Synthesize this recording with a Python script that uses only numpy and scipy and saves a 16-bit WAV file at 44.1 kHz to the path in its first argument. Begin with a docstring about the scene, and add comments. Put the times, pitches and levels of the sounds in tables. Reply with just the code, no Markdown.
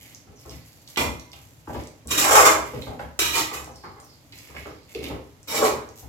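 """Stirring gravy in a metal pan

A steel spoon stirs thick potato gravy on a stove. As it scrapes, it moves between ringing on the
pan's bare wall and chattering over the bottom; it knocks the pan, bare or cushioned by food.
The gravy squelches and sizzles, the hand-held pan rumbles on its support, and the hard-walled
kitchen rings on."""
import sys
import numpy as np
from scipy import signal
from scipy.fft import rfft, irfft, next_fast_len
from scipy.io import wavfile
from scipy.ndimage import map_coordinates

SR = 44100
rng = np.random.default_rng(int(sys.argv[2]) if len(sys.argv) > 2 else 0)


def int16_out(signal):
    """Quantize to a 16-bit WAV file."""
    q = np.round(np.clip(np.atleast_2d(signal).T, -1, 1) * 32767)
    wavfile.write(sys.argv[1], SR, q.astype(np.int16))


N = 268392


def amp(db):
    """Decibels to gain."""
    return 10 ** (np.asarray(db) / 20)


def unit(x):
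    """Scale to rms 1."""
    return x / np.sqrt(np.mean(np.abs(x) ** 2) + 1e-20)


def along(points, hz):
    """Read (frequency, value) points on a log axis."""
    f, values = np.transpose(points)
    return np.interp(np.log(hz + 1), np.log(f), values)


def curves(rows):
    """Breakpoints to automation: one curve for each column after the time."""
    times, *columns = np.transpose(rows)
    return [np.interp(np.arange(N) / SR, times, column) for column in columns]


def wobble(rate):
    """A smooth random curve, rate knots a second."""
    return map_coordinates(rng.standard_normal(int(N * rate / SR) + 4), [np.arange(N) * rate / SR])


def filtered(x, response):
    """Pass x through a frequency response."""
    n = x.shape[-1]
    size = next_fast_len(n + SR // 8, real=True)
    return irfft(rfft(x, size) * response(np.fft.rfftfreq(size, 1 / SR)), size)[..., :n]


def coloured(x, spectrum):
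    """Shape x with an EQ curve, at rms 1."""
    return unit(filtered(x, lambda hz: amp(along(spectrum, hz))))


def body(modes, f):
    """Causal response of a set of modes; each level sets that mode's total power."""
    return sum((-1) ** k * amp(db) / np.sqrt(width) * 1j * f * width / (hz * hz - f * f + 1j * f * width)
               for k, (hz, width, db) in enumerate(modes))


def band(f, centre_hz, q):
    """One broad causal resonance."""
    return 1 / (1 + 1j * q * (f / centre_hz - centre_hz / (f + .001)))


def slips(rate, spread_db):
    """Tiny impulses at random moments with scattered sizes, at rms 1."""
    size = amp(spread_db * np.clip(rng.standard_normal(N), -2, 2))
    return unit((rng.random(N) < rate / SR) * size * np.sign(rng.standard_normal(N)))


def burst(t60, response):
    """A dying cluster of contacts through a resonance, with the energy of 40 ms at rms 1."""
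    t = np.arange(SR // 5) / SR
    hit = filtered(rng.standard_normal(len(t)) * amp(-60 * t / t60), response)
    return hit / np.linalg.norm(hit) * np.sqrt(.04 * SR)


def envelope(start, hold, attack_s=0.0071, sag_db_per_s=17, release_db_per_s=171):
    """A quick rise, a sagging hold and a release."""
    t = np.maximum(np.arange(N) / SR - start, 0)
    fall_db = sag_db_per_s * t + release_db_per_s * np.maximum(t - hold, 0)
    return np.minimum(t / attack_s, 1) * amp(-fall_db)


def add(track, start, sound):
    """Mix a sound in at start seconds."""
    part = track[round(start * SR):][:len(sound)]
    part += sound[:len(part)]


# Stereo width: (frequency [Hz], side minus mid [dB])
STEREO_WIDTH = [(60, -13), (250, -10), (500, -8.5), (1000, 0), (2000, 1.5), (4000, 0), (12000, 2.5)]
def spread(mid, side):
    """Left and right: the bass is nearly mono, the treble wide."""
    side = filtered(side, lambda hz: amp(along(STEREO_WIDTH, hz)))
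    return np.array([mid + side, mid - side])


# Room tone EQ: (frequency [Hz], level [dB])
ROOM_TONE_EQ = [(15, -31.5), (25, -8), (117, 9), (200, -6), (285, 0.5), (373, -11.5), (531, -8.5),
                (1440, -20.5), (7310, -25.5), (8830, -36), (12200, -32.5), (16000, -48)]
def room_tone():
    """The steady bed of the kitchen and the burner."""
    return amp(-54) * spread(*coloured(rng.standard_normal((2, N)), ROOM_TONE_EQ))


# Reverb decay: (frequency [Hz], t60 [s])
KITCHEN_DECAY = [(150, 0.59), (500, 0.51), (1200, 0.46), (3000, 0.43), (7000, 0.36), (15000, 0.32)]
def kitchen(x):
    """The hard walls answer; their echo pattern keeps changing as the spoon moves."""
    echo, hop = np.zeros((2, N)), SR // 5
    padded = np.pad(x, (hop, 2 * hop))
    fade = np.sin(np.pi * np.arange(2 * hop) / (2 * hop))
    hz, t = np.fft.rfftfreq(256, 1 / SR), np.arange(0, SR // 2, 128) / SR
    mid_side_gain = np.array([np.ones(len(hz)), amp(along(STEREO_WIDTH, hz))])
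    decay = amp(-60 * t / along(KITCHEN_DECAY, hz)[:, None]) * mid_side_gain[..., None]
    noise = signal.stft(rng.standard_normal((2, N + SR)), SR, nperseg=256)[2]
    for start in range(0, N + hop, hop):  # each overlapping slice gets its own random tail
        offset = rng.integers(noise.shape[-1] - len(t))
        mid, side = signal.istft(noise[..., offset:offset + len(t)] * decay, SR, nperseg=256)[1]
        tail = np.array([mid + side, mid - side]) / np.linalg.norm(mid)
        answer = signal.fftconvolve((fade * padded[start:start + 2 * hop])[None], tail, axes=1)
        for ear, part in zip(echo, answer):
            add(ear, max(start - hop, 0) / SR, part[max(hop - start, 0):])
    return echo


# Low modes of the pan on its support: (frequency [Hz], bandwidth [Hz], level [dB])
SUPPORT_MODES = [(70.2, 5.7, 2.5), (106.6, 8.8, -6.5), (127, 14, -3), (166, 6.8, -6), (241.4, 34, -1.5)]
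def rumble(rise_s=0.038, drag_db=-33, drag_db_per_pressure_db=0.32):
    """The pan swings up on its support and settles after each knock, and is dragged by each stroke."""
    touching, pressure_db, *_ = stroke_controls()
    age = np.arange(SR // 2) / SR / rise_s
    swing = (age * np.exp(1 - age)) ** 2
    drag_power = touching * amp(drag_db + drag_db_per_pressure_db * pressure_db) ** 2
    power = np.abs(signal.fftconvolve(drag_power, swing / swing.sum())[:N])
    for start, *_, thud_db in KNOCK_CUES:
        add(power, start, amp(thud_db) ** 2 * swing)
    shake = filtered(rng.standard_normal((2, N)), lambda f: body(SUPPORT_MODES, f) * band(f, 110, q=0.27))
    return np.sqrt(power) * spread(*unit(shake))


# Puffs of steam: (time [s], hold [s], level [dB])
STEAM_CUES = [(0.352, 0.74, -58), (3.71, .17, -53.5), (4.017, 0.12, -56.5), (4.66, .17, -59.5)]
def steam(start_hz=6800, end_hz=4550, glide_s=.045, flutter_db=3):
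    """Steam squeezes out under the food: a narrow hiss that falls as its gap opens unevenly."""
    track, t = np.zeros(N), np.arange(N) / SR
    turbulence = filtered(rng.standard_normal(N), lambda f: 1 / (1 + (f / 550) ** 2))
    turbulence *= amp(flutter_db * wobble(rate=60))
    for start, hold, db in STEAM_CUES:
        hz = end_hz + (start_hz - end_hz) * np.exp(-np.maximum(t - start, 0) / glide_s)
        hiss = unit(turbulence * np.sin(2 * np.pi * np.cumsum(hz) / SR))
        track += amp(db) * envelope(start, hold) * hiss
    return track


# EQs of the wet squelch and the bright sizzle: (frequency [Hz], level [dB])
SQUELCH_EQ = [(300, 6.5), (900, 3), (1500, -2.5), (2100, 12.5), (3500, 3.5), (5000, 2.5), (9000, -21)]
SIZZLE_EQ = [(2000, -3.5), (4500, 1.5), (6000, 6), (7500, 8), (8900, -2.5), (10500, 4), (12300, 8.5),
             (16000, -5.5)]
# The spoon folds gravy over: (time [s], hold [s], squelch [dB], sizzle [dB])
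FOLD_CUES = [(-.02, 0.14, -52.5, -50), (.39, 0.11, -61, -51), (.49, 0.081, -51.5, -51.5),
             (.64, 0.18, -63.5, -55), (.86, 0.29, -58, -49.5), (1.32, 0.094, -61, -53),
             (1.44, 0.16, -71, -58), (1.655, 0.057, -53.5, -53.5), (1.725, 0.069, -45, -50.5),
             (2.654, 0.13, -49, -48), (2.81, .06, -49, -48), (2.988, 0.012, -47, -54.5),
             (3.84, 0.026, -57, -58.5), (4.32, 0.25, -49.5, -50), (4.54, 0.13, -46, -52.5),
             (4.88, .04, -55, -49.5), (4.923, 0.095, -44, -52.5), (5.024, 0.035, -38, -44),
             (5.955, 0.035, -71, -45)]
def gravy():
    """Each fold of the food squelches, and sizzles where it meets hot metal; in between it simmers."""
    squelch_gain, sizzle_gain = amp(-72), amp(-64.5)  # the simmer
    for start, hold, squelch_db, sizzle_db in FOLD_CUES:
        shape = envelope(start, hold)
        squelch_gain = np.maximum(squelch_gain, amp(squelch_db) * shape)
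        sizzle_gain = np.maximum(sizzle_gain, amp(sizzle_db) * shape)
    squelch = coloured(slips(rate=500, spread_db=5), SQUELCH_EQ)
    sizzle = coloured(slips(rate=1100, spread_db=11.5), SIZZLE_EQ)
    return squelch_gain * squelch + sizzle_gain * sizzle


# Wet smacks and pops: (time [s], level [dB], centre [Hz], t60 [s])
SMACK_CUES = [(0.148, -50, 5560, 0.0036), (0.495, -49.5, 5300, 0.012), (0.51, -56, 4100, 0.014),
              (0.876, -52, 4370, 0.01), (0.96, -42.5, 3160, 0.0079), (1.197, -50.5, 6300, 0.0062),
              (1.318, -54.5, 5200, 0.004), (1.332, -50.5, 3230, 0.016), (1.837, -57, 5780, 0.0047),
              (1.872, -54.5, 6650, 0.0034), (2.073, -45.5, 7240, 0.0065), (2.821, -45, 3600, 0.016),
              (2.881, -59.5, 3130, 0.018), (3.645, -51.5, 6100, 0.0038), (3.759, -58, 5960, 0.0033),
              (4.001, -56.5, 6700, 0.0096), (4.047, -61.5, 11000, .003), (4.323, -52.5, 3950, 0.032),
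              (4.387, -51.5, 5500, .012), (4.565, -44, 2035, .05), (4.949, -44.5, 3260, 0.012),
              (5.041, -44, 3200, 0.015), (5.064, -46, 2900, 0.017), (5.43, -58, 7000, 0.0044),
              (5.89, -57, 5760, 0.0056)]
def smacks():
    """Gravy tears off the spoon and bubbles burst."""
    track = np.zeros(N)
    for start, db, centre_hz, t60 in SMACK_CUES:
        add(track, start, amp(db) * burst(t60, lambda f: band(f, centre_hz, q=1.7) ** 2))
    return track


# Air pockets under the spoon's bowl: (time [s], level [dB], pitch [Hz])
GLUG_CUES = [(4.952, -17, 455), (4.983, -19, 426), (5.013, -32, 416), (5.042, -28, 420), (5.074, -48, 408)]
def glugs(t60=0.063, attack_s=.002):
    """Pressed into the gravy, the spoon traps air that rings with a hollow note."""
    track, t = np.zeros(N), np.arange(SR // 4) / SR
    shape = (1 - np.exp(-t / attack_s)) * amp(-60 * t / t60)
    for start, db, hz in GLUG_CUES:
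        add(track, start, amp(db) * shape * np.sin(2 * np.pi * hz * t))
    return track


# Modes of the loaded pan: (frequency [Hz], bandwidth [Hz], level [dB])
PAN_MODES = [(229, 33, -10), (312.7, 17, -3), (412, 31, -2), (505.5, 59, -2.5), (623, 52, -2.5),
             (669, 90, -4), (824, 62, -6), (977, 56, -6), (1086, 213, -1.5), (1222, 139, -1.5),
             (1329, 82, -7), (1615, 200, -9), (2157, 130, -11), (2770, 170, -26), (3240, 84, -18.5)]
# Spoon hits on the pan: (time [s], level [dB], centre [Hz], contact t60 [s], support thud [dB])
KNOCK_CUES = [(0.262, -50, 560, 0.46, -51.5), (0.451, -41.5, 483, 0.075, -44), (0.5, -49, 690, 0.21, -42.5),
              (0.969, -25.5, 1020, .011, -34), (1.04, -31.5, 450, .06, -29.5), (1.33, -50, 950, 0.15, -58),
              (1.672, -36, 397, 0.029, -38), (1.693, -33, 560, 0.012, -39),
              (1.744, -31.5, 454, 0.06, -37.5), (2.049, -43, 307, 0.042, -40.5),
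              (2.564, -34, 796, 0.18, -39.5), (2.637, -39.5, 900, .12, -52),
              (2.731, -31.5, 334, 0.057, -35.5), (2.757, -37, 202, 0.029, -39.5),
              (2.866, -32.5, 590, 0.045, -37), (2.907, -36, 410, 0.069, -56),
              (2.992, -33, 1050, 0.023, -40.5), (3.512, -33, 1250, .008, -58),
              (3.668, -40, 647, 0.074, -48), (3.835, -37, 890, 0.092, -46.5), (3.963, -45, 1000, .18, -62),
              (4.491, -46.5, 700, 0.11, -49), (4.542, -40, 670, 0.081, -44), (4.655, -35, 694, 0.0057, -48),
              (4.691, -54, 590, 0.066, -60), (4.953, -35.5, 274, 0.0087, -42),
              (5.013, -34.5, 227, 0.13, -46), (5.06, -32.5, 270, 0.13, -55), (5.097, -31.5, 730, .12, -37),
              (5.717, -53, 626, 0.13, -40), (5.787, -37.5, 755, 0.22, -54), (6.025, -48, 407, .044, -42.5)]
def knocks(damping=1.17):
    """Blows through food: it damps the pan, and the softer the cushion, the lower the modes that answer."""
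    track = np.zeros(N)
    damped = [(hz, width_hz * damping, db) for hz, width_hz, db in PAN_MODES]
    for start, db, centre_hz, t60, _ in KNOCK_CUES:
        hit = burst(t60, lambda f: body(damped, f) * band(f, centre_hz, q=0.47) ** 2)
        add(track, start, amp(db) * hit)
    return track


def pan_chatter(drive, centre_hz, octaves):
    """Stick-slip shakes the pan's modes; each stroke chatters around its own centre pitch."""
    hz, t, spectrum = signal.stft(filtered(drive, lambda f: body(PAN_MODES, f)), SR, nperseg=512)
    centre = np.interp(t, np.arange(N) / SR, centre_hz)
    focus = np.exp(-.5 * (np.log2((hz[:, None] + 1) / centre) / octaves) ** 2)
    focus /= np.linalg.norm(focus * np.abs(body(PAN_MODES, hz))[:, None], axis=0)  # even power
    return unit(signal.istft(spectrum * focus, SR, nperseg=512)[1][:N])


# Modes of the spoon: (frequency [Hz], bandwidth [Hz], level on its tip [dB], level on its side [dB])
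SPOON_MODES = [(319, 86, -10.5, 1), (456, 93, 3.5, -19), (918, 12, -31, 3.5), (984, 21, -13, 3),
               (1141, 71, -5, -2), (1270, 110, 4.5, -20), (1677, 23, -12.5, -22), (1985, 70, -18, 0.5),
               (2414, 117, -1, 5.5), (2870, 84, -3.5, -6), (3030, 110, -7, -2), (3440, 230, -18, 0),
               (3820, 44, 7, -12), (4270, 700, -6, 3.5), (5610, 270, 0.5, -4), (6100, 66, -17, -20),
               (7430, 97, -3.5, -24.5), (12150, 840, 1, -10)]
def spoon_ring(drive, touching, depth, drift, roll_depth=0.61):
    """The spoon rolls between tip and side; the angle picks its modes, which wander as it slides."""
    ring = np.zeros(N)
    side = np.clip(depth[touching] / roll_depth, 0, 1)
    slide = wobble(rate=6)[touching], wobble(rate=8.5)[touching]
    for k, (hz, width_hz, tip_db, side_db) in enumerate(SPOON_MODES):
        carrier = np.exp(2j * np.pi * np.cumsum(hz + drift * width_hz * slide[k % 2]) / SR)
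        pole = np.exp(-np.pi * width_hz / SR)
        mode = (carrier * signal.lfilter([1], [1, -pole], drive[touching] / carrier)).real
        ring[touching] += amp((1 - side) * tip_db + side * side_db) * unit(mode)
    return ring / np.std(ring[touching])


# EQ of metal contact, for cracks and grit: (frequency [Hz], level [dB])
CONTACT_EQ = [(300, -12), (1500, 4), (2800, 1.5), (4400, -3.5), (5300, 4.5), (6300, 5), (7600, 11.5),
              (8200, 2), (8800, -4.5), (10300, 0), (12000, 0), (16000, -10)]
# Ring of the pan's rim: (frequency [Hz], level [dB], t60 [s])
RIM_MODES = [(982, -7.5, 0.73), (2080, -6, .5)]
# Bare spoon on bare pan: (time [s], spoon [dB], crack [dB], rim [dB], angle [0 tip to 1 side])
CLANG_CUES = [(0.9725, -23.5, -35, -28.5, 0.98), (3.191, -28, -24.5, -48, 0.3),
              (5.475, -48, -57, -66, 0.02)]
def clangs():
    """Metal on metal: a crack, all the spoon's modes at once, and the rim singing on."""
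    track, t = np.zeros(N), np.arange(SR) / SR
    rim = sum(amp(db - 60 * t / t60) * np.sin(2 * np.pi * hz * t) for hz, db, t60 in RIM_MODES)
    for start, spoon_db, crack_db, rim_db, side in CLANG_CUES:
        modes = [(hz, width_hz, (1 - side) * tip_db + side * side_db)
                 for hz, width_hz, tip_db, side_db in SPOON_MODES]
        add(track, start, amp(spoon_db) * burst(0.018, lambda f: body(modes, f)))
        add(track, start, amp(crack_db) * burst(0.014, lambda f: amp(along(CONTACT_EQ, f))))
        add(track, start, amp(rim_db) * rim)
    return track


# Scraping strokes: (chatter centre [Hz], chatter [dB], spoon ring [dB], path)
# Path points: (time [s], pressure [dB], depth [0 tip on the bare wall to 1 side on the bottom])
STROKE_CUES = [ (740, 2, 3, [(.972, -34, 0.85), (1.0, -28, 0.58), (1.035, -39.5, 0.75), (1.09, -61.5, 0.25),
               (1.13, -63, 0.48)]), (1146, -5.5, 4.5, [(2.08, -41, 0), (2.125, -28.5, 0.11),
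               (2.172, -22.5, 0), (2.26, -28, 1), (2.335, -17, 0.82), (2.395, -16.5, 1), (2.435, -24, 0.79),
               (2.475, -17.5, 0.82), (2.545, -48.5, 0.94)]), (1200, -3, 11.5, [(3.191, -33, 0.16),
               (3.255, -36, 0.43), (3.295, -47.5, 0.19), (3.343, -29, 0.4), (3.37, -30, 0.65),
               (3.407, -30.5, 0.51), (3.425, -75, 0.91)]), (903, -3.5, 3, [(3.515, -57, .4),
               (3.53, -33.5, 0.23), (3.58, -46.5, 0.97), (3.63, -66.5, 1)]),
               (662, 5.5, 7, [(5.473, -48.5, 0.2), (5.503, -37, 0.24), (5.545, -32.5, 0.63),
               (5.578, -25.5, 0.017), (5.59, -33.5, 1), (5.615, -33, 0.96), (5.634, -36, 0.96),
               (5.65, -24.5, 0.62), (5.695, -67, 0.65)])]
def stroke_controls():
    """The spoon's automation: contact gate, pressure, depth, chatter centre, chatter and ring levels."""
    t = np.arange(N) / SR
    touching = np.any([(t >= path[0][0]) & (t <= path[-1][0]) for *_, path in STROKE_CUES], axis=0)
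    return touching, *curves([(*point, *voice) for *voice, path in STROKE_CUES for point in path])


def scrapes(wall_db=-17, bottom_db=13, buried_db=34.5):
    """The edge grips and slips, grinding grit: on the wall it rings the spoon, deeper it shakes the pan."""
    touching, pressure_db, depth, centre_hz, chatter_db, ring_db = stroke_controls()
    pressure, depth = touching * amp(pressure_db), np.clip(depth, 0, 1)
    grip = amp(4.56 * wobble(rate=110))
    fine = grip * slips(rate=3500, spread_db=0.5)
    coarse = grip * slips(rate=600, spread_db=1.0)
    ring_gain = amp(ring_db - buried_db * depth ** 3)  # deep in the food, the spoon is muted
    ring = ring_gain * spoon_ring(fine, touching, depth, drift=0.3)
    chatter_gain = amp(chatter_db + wall_db * (1 - depth) + bottom_db * depth)
    chatter = chatter_gain * pan_chatter(coarse, centre_hz, octaves=0.92)
    grit = coloured(fine * amp(4.54 * wobble(rate=400)), CONTACT_EQ)
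    return pressure * (ring + chatter + grit)


def scene():
    """Metal and food are heard directly and through the room, over the rumble and the room tone."""
    metal = scrapes() + clangs()
    cushioned = knocks() + glugs()
    food = gravy() + steam()
    pops = smacks()
    direct = amp(-8.5) * metal + amp(-10.5) * cushioned + amp(-5.5) * food + amp(-2) * pops
    send = amp(-2.43) * metal + amp(-4.5) * cushioned + amp(-6.5) * food + amp(-3) * pops
    return direct + kitchen(send) + rumble() + room_tone()


# Balance of the microphones: (frequency [Hz], left minus right [dB])
MIC_BALANCE = [(60, 5.5), (200, -3), (550, 0.5), (1000, 1), (2000, -6), (4000, -5), (8000, -0.5),
               (14000, 3)]
def record(dry):
    """Two slightly unlike microphones, the left one nearer; low cut, full-scale clipping and high cut."""
    left_lead_s, low_cut_hz, high_cut_hz = .00013, 42, 16000

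    def microphones(hz):
        balance = amp(np.outer([.5, -.5], along(MIC_BALANCE, hz)))
        delay = np.exp(1j * np.pi * left_lead_s * np.outer([1, -1], hz))
        low_cut = hz ** 2 / np.hypot(hz ** 2, low_cut_hz ** 2)
        return balance * delay * low_cut

    clipped = np.clip(filtered(dry, microphones), -1, 1)
    return filtered(clipped, lambda hz: hz < high_cut_hz)


dry = scene()
out = record(dry)
int16_out(out)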